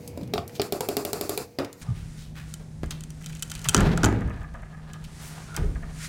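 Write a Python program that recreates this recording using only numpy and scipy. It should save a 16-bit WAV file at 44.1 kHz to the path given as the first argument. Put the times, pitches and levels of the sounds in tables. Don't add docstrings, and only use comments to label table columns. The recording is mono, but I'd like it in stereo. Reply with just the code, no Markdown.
import sys
import numpy as np
from scipy import signal
from scipy.fft import rfft, irfft, next_fast_len
from scipy.io import wavfile
from scipy.ndimage import uniform_filter1d, map_coordinates

SR = 44100
rng = np.random.default_rng(int(sys.argv[2]) if len(sys.argv) > 2 else 0)


def master(y):
    cut = np.clip(np.atleast_2d(y).T, -1, 1)
    pcm = np.round(cut * 32767)
    wavfile.write(sys.argv[1], SR, pcm.astype(np.int16))


N = 268128

FAST_END, SPEED = 1.815, 3.07

# (time [s], steel tick [dB], wood knock [dB], steel clank [dB], knock pitch [ratio])
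BLOWS = [(0.175, -35, -37.5, -47, 0.81), (0.212, -45, -39, -51, 0.73), (0.3368, -23, -27, -25.5, 1.03),
         (0.358, -74, -29.5, -59, 1.06), (.379, -36, -30, -30, 1.775), (.597, -36, -23.5, -27, 1.024),
         (0.617, -17.5, -52, -26, 0.59), (1.5869, -29.5, -28.5, -30, 0.894)]
# (time [s], scrape [dB], click [dB], scrape centre [Hz])
SLIPS = [(1.585, -37.5, -45, 1300), (2.83, -41.5, -47, 1500), (2.9047, -35, -47, 3300),
         (2.911, -43, -37, 1250), (3.209, -52, -43, 1400), (3.235, -49, -41.5, 2600),
         (3.261, -45, -45, 3000), (3.295, -47.5, -33.5, 1500), (3.325, -48.5, -35.5, 2400),
         (3.351, -49, -30, 2800), (3.424, -57, -44, 3100), (3.514, -41.5, -30, 1500),
         (3.552, -42.5, -43, 2800), (3.642, -36, -31, 2600), (3.651, -32.5, -39, 1250),
         (3.735, -35, -43, 1480), (4.9335, -51.5, -29.5, 2800), (5.041, -46, -35, 3000),
         (5.544, -41, -32, 1500), (5.5647, -36, -15.5, 1500)]
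# (time [s], level [dB])
CREAKS = [(4.208, -37), (4.276, -42.5), (4.297, -39), (4.318, -52), (4.341, -51), (4.362, -45),
          (4.389, -55), (4.407, -44), (4.431, -42), (4.54, -39.5), (4.556, -47), (4.585, -50), (4.621, -44),
          (4.655, -51.5), (4.724, -48.5), (4.741, -49), (4.771, -52), (4.789, -53), (4.868, -55.5),
          (4.938, -52), (4.958, -56), (4.988, -63), (5.626, -48), (5.75, -42.5), (5.824, -41.5),
          (5.838, -55)]


def amp(db):
    return 10 ** (np.asarray(db) / 20)


def unit(x):
    return x / np.sqrt(np.mean(x ** 2) + 1e-20)


def along(points, hz):
    f, v = np.transpose(points)
    return np.interp(np.log(hz + 1), np.log(f + 1), v)


def curve(rows):
    return np.interp(np.arange(N) / SR, *np.transpose(rows))


def wobble(rate):
    knots = rng.standard_normal(int(N * rate / SR) + 4)
    return map_coordinates(knots, [np.arange(N) * rate / SR])


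def filtered(x, response):
    n = x.shape[-1]
    m = 2 * next_fast_len(n // 2 + SR // 16)
    return irfft(rfft(x, m) * response(np.fft.rfftfreq(m, 1 / SR)), m)[..., :n]


def colour(spectrum):
    def response(hz):
        cepstrum = irfft(np.log(amp(along(spectrum, hz))))
        return np.exp(rfft(cepstrum * (1 + np.sign(np.fft.fftfreq(len(cepstrum))))))
    return response


def modes(rows):
    def response(f):
        total = 0
        for k, (centre, width, db) in enumerate(rows):
            damping = 1j * f * width
            total = total + (-1) ** k * amp(db) * damping / (centre * centre - f * f + damping)
        return total
    return response


def varied(rows, pitch=1):
    detune, scatter_db = .012, 1.5
    chance = np.clip(rng.standard_normal((len(rows), 2)), -2, 2)
    return modes([(hz * pitch * (1 + detune * a), width, db + scatter_db * b)
                  for (hz, width, db), (a, b) in zip(rows, chance)])


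def add(track, s, x):
    start = max(round(s * SR), 0)
    track[start:start + len(x)] += x[:max(N - start, 0)]


def contact(body, t60, rough, size=6000):
    t = np.arange(size) / SR
    tail = rng.standard_normal(size) * amp(-60 * t / t60)
    push = rough * tail / np.linalg.norm(tail) + (t == 0)
    x = filtered(push, body)
    return x / np.linalg.norm(x) * np.sqrt(SR / 200)


def grains(rate, spread_db, size):
    hit = rng.random(size) < rate / SR
    sign = np.sign(rng.standard_normal(size))
    return unit(hit * sign * amp(spread_db * np.clip(rng.standard_normal(size), -2, 2)))


def wide(pair, side_db):
    return pair[0] + amp(side_db) * np.array([pair[1], -pair[1]])


def swells(rows, rest_db):
    t = np.arange(N) / SR
    power = amp(2 * rest_db)
    for s, db, rise, fall in rows:
        power = power + amp(2 * db) * np.exp(-2 * np.maximum((s - t) / rise, (t - s) / fall))
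    return np.sqrt(power)


def shed(x, speed=1, count=20):
    # (frequency [Hz], decay by 60 dB at normal speed [s])
    decay = [(100, 0.94), (500, 0.53), (2000, 0.62), (5000, 0.32), (12000, 0.32)]
    out = np.zeros((2, N + 2 * SR))
    for part in np.array_split(np.arange(N), count):
        if np.abs(x[part]).max() > 0:
            hz, t, z = signal.stft(rng.standard_normal((2, SR * 3 // 4)), SR, nperseg=256)
            swell = 1 - np.exp(-t * speed / 0.0015)
            fade = amp(-60 * t * speed / along(decay, hz / speed)[:, None])
            tail = signal.istft(z * swell * fade, SR, nperseg=256)[1]
            answer = wide(tail / np.linalg.norm(tail[0]), side_db=-22.0)
            wet = signal.fftconvolve(x[part][None], answer, axes=1)
            out[:, part[0]:part[0] + wet.shape[1]] += wet
    return out[:, :N]


def near_boards(x, size=700):
    t = np.arange(size) / SR
    echoes = rng.standard_normal(size) * amp(-60 * t / .04) * (t > .002)
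    side = signal.fftconvolve(x.mean(axis=0), echoes / np.linalg.norm(echoes))[:N]
    side = filtered(side, lambda hz: hz / (hz + 400))
    return x + amp(-10) * np.array([side, -side])


def background():
    # (frequency [Hz], level [dB])
    hum_lines = [(64.6, -58), (156.1, -46), (225, -63)]
    # (frequency [Hz], level [dB])
    air_shape = [(12, -62), (20, -1), (49, -5), (107, 2), (158, 2.5), (204, -2.5), (310, -12), (499, -18.5),
                 (759, -21.5), (1120, -28), (1440, -53), (4420, -53), (6360, -45), (9140, -46.5),
                 (16000, -61)]
    fast_air_shape = [(15, -44), (25, -26), (85, 1), (150, 1), (249, -6), (489, -7), (911, -17),
                      (1130, -24.5), (1330, -26.5), (1940, -26), (2220, -19.5), (3430, -33.5), (5730, -41),
                      (16000, -61)]
    # (time [s], level [dB])
    lull = [(1.4, 11), (1.52, 4.5), (1.85, 3), (3.7, 4.5), (4.2, -1), (4.7, 2), (5.3, 2), (5.8, 3.5)]
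    fast_hum_db, air_db, fast_air_db = -15.5, -49, -57
    fast = uniform_filter1d((np.arange(N) / SR < FAST_END) * 1., size=400)
    clock = np.cumsum(1 + (SPEED - 1) * fast) / SR
    hum = np.zeros(N)
    for hz, db in hum_lines:
        level = amp(db + 1.8 * wobble(9))
        hum += level * np.sin(2 * np.pi * hz * clock + .6 * wobble(9))
    air, fast_air = (unit(wide(filtered(rng.standard_normal((2, N)), colour(shape)), side_db=-16.0))
                     for shape in (air_shape, fast_air_shape))
    hum = np.sqrt(2) * hum * amp(fast_hum_db * fast)
    still = amp(air_db) * (1 - fast) * air + amp(fast_air_db) * fast * fast_air
    return amp(curve(lull)) * (hum + still)


def friction(spectrum, rate):
    pair = np.array([grains(rate, spread_db=3, size=N) for port in range(2)])
    return unit(wide(filtered(pair, colour(spectrum)), side_db=-9.5))


def handling():
    # (peak time [s], level [dB], rise time constant [s], fall time constant [s])
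    swishes = [(0.05, -52, 0.19, 0.14), (.56, -46.5, 0.045, 0.024), (1.38, -43, 0.41, 0.066),
               (1.83, -44, 0.033, 0.0076), (2.22, -55, 0.64, 0.059), (2.5, -52.5, 0.057, 0.11),
               (3.68, -50.5, 0.52, 0.17), (5.24, -46.5, 0.12, 0.35), (6.05, -36.5, 0.056, 0.027)]
    strokes = [(1.87, -54.5, 0.08, 0.16), (3.55, -58.5, 0.16, 0.085), (3.82, -32.5, 0.075, 0.2),
               (4.92, -52, 0.11, 0.052), (5.55, -48.5, 0.49, 0.1), (6.04, -56, 1, 0.039)]
    jolts = [(.37, -17, .25, 0.065), (1.95, -41, 0.066, 0.21), (2.86, -30.5, 0.031, 0.041),
             (3.79, -26.5, .04, 0.46), (5.64, -25, 0.03, 0.17)]
    # (frequency [Hz], level [dB])
    cloth_shape = [(300, -49.5), (900, -8), (1400, 5.5), (2000, 5), (3000, 0), (6000, 2), (9500, 0.5),
                   (11000, -7.5), (16000, -17)]
    rub_shape = [(200, -22.5), (420, 4.5), (520, -13.5), (680, 1.5), (1000, 0.5), (1230, -4.5),
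                 (1400, -1.5), (1720, -5), (2400, -8.5), (4000, -11.5), (12000, -39)]
    rumble_shape = [(12, -17), (28, 15.5), (60, 13), (110, 2.5), (300, -51.5)]
    # (centre [Hz], width [Hz], level [dB])
    groan_modes = [(590, 220, 2.5), (1216, 28, 4), (1400, 170, -14.5), (1750, 110, -9.5), (1700, 130, -12)]
    late = np.arange(N) / SR > FAST_END

    cloth = amp(0.43) * friction(cloth_shape, rate=8200)
    fast_cloth = amp(-3.5) * friction([(hz * SPEED, db) for hz, db in cloth_shape], rate=9500)
    sleeves = swells(swishes, rest_db=-66) * np.where(late, cloth, fast_cloth)

    slips = unit(amp(3.5 * wobble(45)))
    groan = unit(filtered(slips * grains(rate=600, spread_db=2, size=N), modes(groan_modes)))
    rub = slips * friction(rub_shape, rate=2400)
    drag = swells(strokes, rest_db=-71.5) * unit(groan + amp(5.5) * rub)

    low, fast_low = (
        unit(wide(filtered(rng.standard_normal((2, N)),
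                           colour([(hz * speed, db) for hz, db in rumble_shape])), side_db=-14.0))
        for speed in (1, SPEED))
    rumble = swells(jolts, rest_db=-46) * np.where(late, amp(-2.0) * low, amp(-17) * fast_low)
    return sleeves + late * drag + rumble


def scuffing():
    # (time [s], level [dB], centre [Hz], time to peak [s])
    grips = [(.548, -43, 3420, 0.0099), (1.94, -53, 2240, 0.033), (2.151, -53.5, 3600, 0.057),
             (2.343, -46, 1800, 0.037), (2.591, -52, 460, 0.019), (5.191, -50, 9800, 0.061)]
    # (centre [Hz], width [Hz], level [dB])
    creak_modes = [(650, 96, 2.5), (1230, 56, 7.5), (1480, 250, -3.5), (1714, 220, 3), (2600, 870, -15)]
    slip_width, grip_width = 0.56, 0.77
    slip_rise, creak_rise = 0.007, 0.0077
    out, t = np.zeros(N), np.arange(SR // 2) / SR
    skids = [(s, clank_db - 16, 1400) for s, tick_db, knock_db, clank_db, pitch in BLOWS]
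    skids += [(s, db, hz) for s, db, click_db, hz in SLIPS]
    scuffs = [(s, db, [(hz, hz * slip_width, 0)], slip_rise) for s, db, hz in skids]
    scuffs += [(s, db, creak_modes, creak_rise) for s, db in CREAKS]
    scuffs += [(s, db, [(hz, hz * grip_width, 0)], rise) for s, db, hz, rise in grips]
    for s, db, body, rise in scuffs:
        catches = grains(rate=1500, spread_db=4, size=len(t))
        pressure = (t / rise * np.exp(1 - t / rise)) ** 2
        skid = filtered(pressure * catches, varied(body))
        add(out, s, amp(db) * skid * np.linalg.norm(pressure) / np.linalg.norm(skid))
    return out + amp(-7.5) * shed(out)


def thuds():
    # (time [s], level [dB], softness cut-off [Hz])
    bumps = [(0.224, -2, 50), (2.006, -22, 168), (3.689, -19, 246), (3.749, -42, 500), (3.789, -24, 253),
             (4.041, -5, 198), (4.239, -5.5, 81.9), (4.389, -9, 69), (5.011, -21.5, 100), (5.605, 1.5, 58),
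             (5.612, -22.5, 500), (5.636, -23, 700), (5.755, -18, 80), (5.825, -17.5, 72.5)]
    # (frequency [Hz], level [dB], decay by 60 dB [s])
    fence = [(63.3, -4.5, 0.17), (89.4, -11, 0.099), (107, -0.5, 0.083), (164.4, -12.5, 0.16),
             (246, -5.5, 0.052), (416.3, -8.5, 0.16)]
    # (centre [Hz], width [Hz], level [dB])
    seat_modes = [(96.5, 91, 6.5), (335, 490, -2.5), (700, 130, -4)]
    rise_cycles = 1
    out = np.zeros(N)
    for s, db, soft_hz in bumps:
        t = np.arange(SR // 2) / SR * (SPEED if s < FAST_END else 1)
        for hz, mode_db, t60 in fence:
            rise = 1 - np.exp(-(t * hz / rise_cycles) ** 2)
            level = amp(db + mode_db - 60 * t / t60) / (1 + (hz / soft_hz) ** 4)
            add(out, s, level * rise * np.sin(2 * np.pi * hz * t))
    add(out, 2.8335, amp(-22.5) * contact(modes(seat_modes), t60=.01, rough=.1))
    return out + amp(-10) * shed(out)


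def squeaking():
    # (time [s], length [s], level [dB], start [Hz], end [Hz], pitch unsteadiness [share])
    squeaks = [(1.865, .06, -47, 1230, 1190, .014), (1.878, .06, -25, 150, 85, .014),
               (3.652, .06, -26, 160, 100, .014), (4.85, .18, -55, 1700, 1640, .04),
               (4.92, .08, -53, 1225, 1270, .035), (5.47, .13, -43, 1360, 1450, .036)]
    flutter_db = 4
    out = np.zeros(N)
    for s, length, db, start_hz, end_hz, unsteady in squeaks:
        u = np.linspace(0, 1, int(length * SR))
        waver, flutter = wobble(300)[:len(u)], wobble(220)[:len(u)]
        hz = (start_hz + (end_hz - start_hz) * u) * (1 + unsteady * waver)
        swell = amp(db + flutter_db * flutter) * np.sin(np.pi * u)
        add(out, s, swell * np.sin(2 * np.pi * np.cumsum(hz) / SR))
    return out + amp(-12) * shed(out)


def shudder():
    # (time [s], boom [dB], rattle [dB], boom decay by 60 dB [s],
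    # rattle decay by 60 dB [s], main mode [dB], main mode at normal speed [Hz])
    shudders = [(1.587, -28.5, -34, 0.19, 0.11, -35.5, 92.2), (3.748, -18, -33, 0.72, 1, -21, 167.7),
                (4.034, -22.5, -25.5, 0.63, 0.37, -24.5, 108.3),
                (5.575, -29.5, -27.5, 0.48, 0.082, -49, 52)]
    # (frequency [Hz], level [dB])
    boom_shape = [(15, -31.5), (28, -4), (45, -3.5), (100, -0.5), (165, 0), (240, -5), (340, -13.5),
                  (480, -13.5), (900, -39), (3000, -109)]
    rattle_shape = [(150, -10.5), (330, 2), (450, -9), (520, -4.5), (620, 4.5), (1000, 9), (1300, -41),
                    (1650, -31), (2200, -4.5), (3500, -15), (7000, -21), (10000, -28), (16000, -46)]
    # (centre [Hz], width [Hz], level [dB])
    panel_modes = [(324, 13, 13), (426, 17, 0), (612, 24, 7), (850, 32, -4), (997, 16, 3), (1248, 32, 6.5),
                   (1320, 25, -8), (1620, 35, 0.5), (1770, 90, -6), (1960, 18, 2)]
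    clap_modes = [(276, 72, 3), (425, 80, -2.5), (606, 23, -4), (1160, 82, -11), (1720, 170, -10.5)]
    # (time [s], level [dB], pitch [ratio])
    claps = [(3.747, -17.5, 0.9), (3.762, -27, 1.03), (3.786, -22, 0.96), (3.811, -25, 1.03),
             (3.833, -27, 0.94), (3.864, -42, 1.05), (3.892, -29, 1.05), (3.935, -30.5, 1.2),
             (4.036, -18, 0.91), (4.061, -26.5, 0.82), (4.088, -28, 0.93), (4.126, -27.5, 1.104),
             (4.162, -45, 1.32), (4.21, -39, 1.24)]
    ring_waver = .035
    boom, rattle, t = np.zeros(N), np.zeros(N), np.arange(SR) / SR
    for s, boom_db, rattle_db, boom_t60, rattle_t60, ring_db, ring_hz in shudders:
        speed = SPEED if s < FAST_END else 1
        sway = unit(filtered(rng.standard_normal(SR), lambda f: colour(boom_shape)(f / speed)))
        hz = ring_hz * speed * (1 + ring_waver * wobble(40)[:SR])
        ring = unit(np.sin(2 * np.pi * np.cumsum(hz) / SR))
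        envelope = amp(-60 * (t / boom_t60) ** 1.6) * (1 - np.exp(-t / .01))
        add(boom, s, envelope * (amp(boom_db) * sway + amp(ring_db) * ring))
        knocks = grains(rate=200 * speed, spread_db=5, size=SR)
        dull, ringing = (unit(filtered(knocks, lambda f: body(f / speed)))
                         for body in (colour(rattle_shape), modes(panel_modes)))
        add(rattle, s, amp(rattle_db - 60 * t / rattle_t60) * unit(dull + amp(2) * ringing))
    for s, db, pitch in claps:
        add(rattle, s, amp(db) * contact(varied(clap_modes, pitch), t60=0.014, rough=.5))
    return boom + rattle + amp(-14.5) * shed(boom) + amp(-5.5) * shed(rattle)


def strain(count=24):
    start, end = 3.2, 3.68
    first_db, db_per_s, scatter_db = -37, 14, -4
    times = start + (end - start) * (np.arange(count) + rng.random(count)) / count
    return [(s, first_db + db_per_s * (s - start) + scatter_db * rng.standard_normal()) for s in times]


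def cracking():
    # (time [s], level [dB])
    fibres = [(2.5396, -21.5), (2.86, -37), (2.908, -19.5), (3.0077, -28), (3.037, -27), (3.1044, -30.5),
              (3.261, -22), (3.4243, -13.5), (3.43, -18), (3.502, -40), (3.5166, -18), (3.552, -23),
              (3.644, -23), (3.687, -3.5), (3.6931, -6)]
    # (time [s], snap [dB], board [dB])
    nails = [(3.746, 0.5, -7), (3.7659, -9.5, -29), (3.778, -15.5, -19), (3.806, -14.5, -22),
             (3.9753, -17.5, -19), (4.033, -13, -13.5), (4.0433, -6.5, -14), (4.0487, -10, -16.5),
             (4.058, -13.5, -30)]
    # (centre [Hz], width [Hz], level [dB])
    snap_modes = [(2600, 170, -4.5), (3060, 69, 6), (3360, 690, -5.5), (4790, 560, -4), (5926, 360, 2.5),
                  (6920, 990, 0.5), (8330, 1300, -7), (10500, 700, -13)]
    board_modes = [(910, 710, -14.5), (1373, 122, 7), (1640, 140, -3.5), (1914, 76, -5.5)]
    # (frequency [Hz], level [dB])
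    splinter_shape = [(4000, -55), (8000, 3.5), (10000, -3), (13000, -8), (16000, -11.5)]
    snaps, board = np.zeros((2, N))
    cracks = [(s, db, db - 20, db - 14) for s, db in fibres + strain()]
    cracks += [(s, db, board_db, db - 20.5) for s, db, board_db in nails]
    clicks = [(s, db) for s, scrape_db, db, hz in SLIPS]
    clicks += [(s, db - 3.5) for s, db in CREAKS]
    cracks += [(s, db, db - 18, db - 14) for s, db in clicks]
    for s, snap_db, board_db, splinter_db in cracks:
        snap = contact(varied(snap_modes), t60=.016, rough=1)
        ring = contact(varied(board_modes), t60=.014, rough=.6)
        splinter = contact(colour(splinter_shape), t60=0.013, rough=4.3)
        add(snaps, s, amp(snap_db - 15.0) * snap)
        add(snaps, s, amp(splinter_db - 4.5) * splinter)
        add(board, s, amp(board_db - 8.0) * ring)
    return snaps + board + amp(-17.5) * shed(snaps) + amp(-10.5) * shed(board)


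def knock(pitch):
    # (centre [Hz], width [Hz], level [dB])
    knock_modes = [(120, 90, -9), (215, 80, -9), (390, 56, 7), (460, 50, -5), (625, 130, -2.5),
                   (835, 100, -6), (1110, 150, -15), (1350, 200, -12)]
    soft_hz = 850
    board = modes([(hz * pitch, width, db) for hz, width, db in knock_modes])
    return contact(lambda f: board(f) / (1 + 1j * f / soft_hz) ** 2, t60=.013, rough=.25)


def hammering():
    # (time [s], steel tick [dB], wood knock [dB], steel clank [dB], knock pitch [ratio])
    taps = [(0.7234, -16, -28, -29, 0.986), (0.807, -16.5, -30, -32, 1.19), (0.8876, -16, -28, -30, 0.98),
            (0.9681, -14, -28, -27, 1.05), (1.0505, -16.5, -31, -32, 0.97),
            (1.1314, -14.5, -31, -29.5, 1.06), (1.211, -15.5, -30.5, -32, 0.962),
            (1.294, -14, -30, -33, 0.99), (1.3759, -14.5, -32.5, -29, 1.15)]
    # (delay [s], level relative to the knock [dB])
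    rebounds = [(0.0099, -5.5), (0.0257, 1.5), (0.041, -4.5)]
    # (time [s], level [dB], centre [Hz])
    touches = [(0.077, -23.5, 8100), (0.233, -35, 3500), (0.276, -40, 5360), (0.4784, -26, 9700),
               (0.495, -34, 1870), (1.6473, -25.5, 3240), (1.729, -29, 5660), (1.823, -42, 8760)]
    # (frequency [Hz], level [dB])
    tick_shape = [(2000, -54), (5000, -17), (7000, 8.5), (11000, 3.5), (14000, 8), (17000, 5)]
    thump_shape = [(30, -49), (80, -7), (140, -8.5), (220, -4.5), (350, -3.5), (900, -50)]
    # (centre [Hz], width [Hz], level [dB])
    bar_modes = [(2386, 190, 0.93), (2870, 110, 2), (3980, 2200, 2), (5220, 2000, 1.3)]
    buzz_modes = [(1130, 400, 5.5), (2600, 260, -0.5), (4700, 760, -1.0), (7350, 670, 2.5), (9600, 7800, -5.5)]
    blow_thump_db, tap_thump_db = -1.5, -3
    knock_gain_db = 6.5
    ticks, clanks, wood, buzz = np.zeros((4, N))
    t = np.arange(SR // 4) / SR
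    strikes = [(*row, blow_thump_db) for row in BLOWS] + [(*row, tap_thump_db) for row in taps]
    for s, tick_db, knock_db, clank_db, pitch, thump_db in strikes:
        add(ticks, s, amp(tick_db - 11.0) * contact(colour(tick_shape), t60=0.014, rough=4.3))
        add(clanks, s, amp(clank_db - 1.5) * contact(modes(bar_modes), t60=0.022, rough=4.9))
        add(wood, s, amp(knock_db + knock_gain_db) * knock(pitch))
        add(wood, s, amp(knock_db + thump_db) * contact(colour(thump_shape), t60=0.069, rough=4.5))
        chatter = unit(filtered(rng.standard_normal(len(t)), modes(buzz_modes)))
        add(buzz, s, amp(tick_db - 25.0) * np.exp(-(t / 0.068) ** 4) * chatter)
    for s, tick_db, knock_db, clank_db, pitch in taps:
        for delay, db in rebounds:
            add(wood, s + delay, amp(knock_db + db) * knock(pitch))
    for s, db, hz in touches:
        add(clanks, s, amp(db - 13.5) * contact(modes([(hz, hz * 0.99, 0)]), t60=0.024, rough=1.8))
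    room = amp(-24.0) * shed(ticks, SPEED) + amp(-10.0) * shed(clanks, SPEED)
    room += amp(-6.5) * shed(wood, SPEED, count=1)
    return ticks + clanks + wood + buzz + room


def scene():
    # (frequency [Hz], left minus right [dB])
    lean = [(60, -5.5), (200, -2.5), (800, -4), (2000, -1), (4000, -1), (8000, -1.5), (12000, 0)]
    work = near_boards(hammering() + cracking() + scuffing() + squeaking() + shudder() + thuds())
    work = filtered(work, lambda hz: amp(along(lean, hz) * np.array([[.5], [-.5]])))
    return work + (handling() + background()) * amp([[-.7], [.7]])


def record(dry):
    top_hz = 16100
    delay = np.array([[.4], [0]])
    ports = filtered(dry, lambda hz: np.exp(-2j * np.pi * hz * delay / SR))
    rounded = ports / (1 + np.abs(ports / 1.1) ** 6) ** (1 / 6)
    return filtered(rounded, lambda hz: 1 / (1 + (hz / top_hz) ** 90))


dry = scene()
out = record(dry)
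master(out)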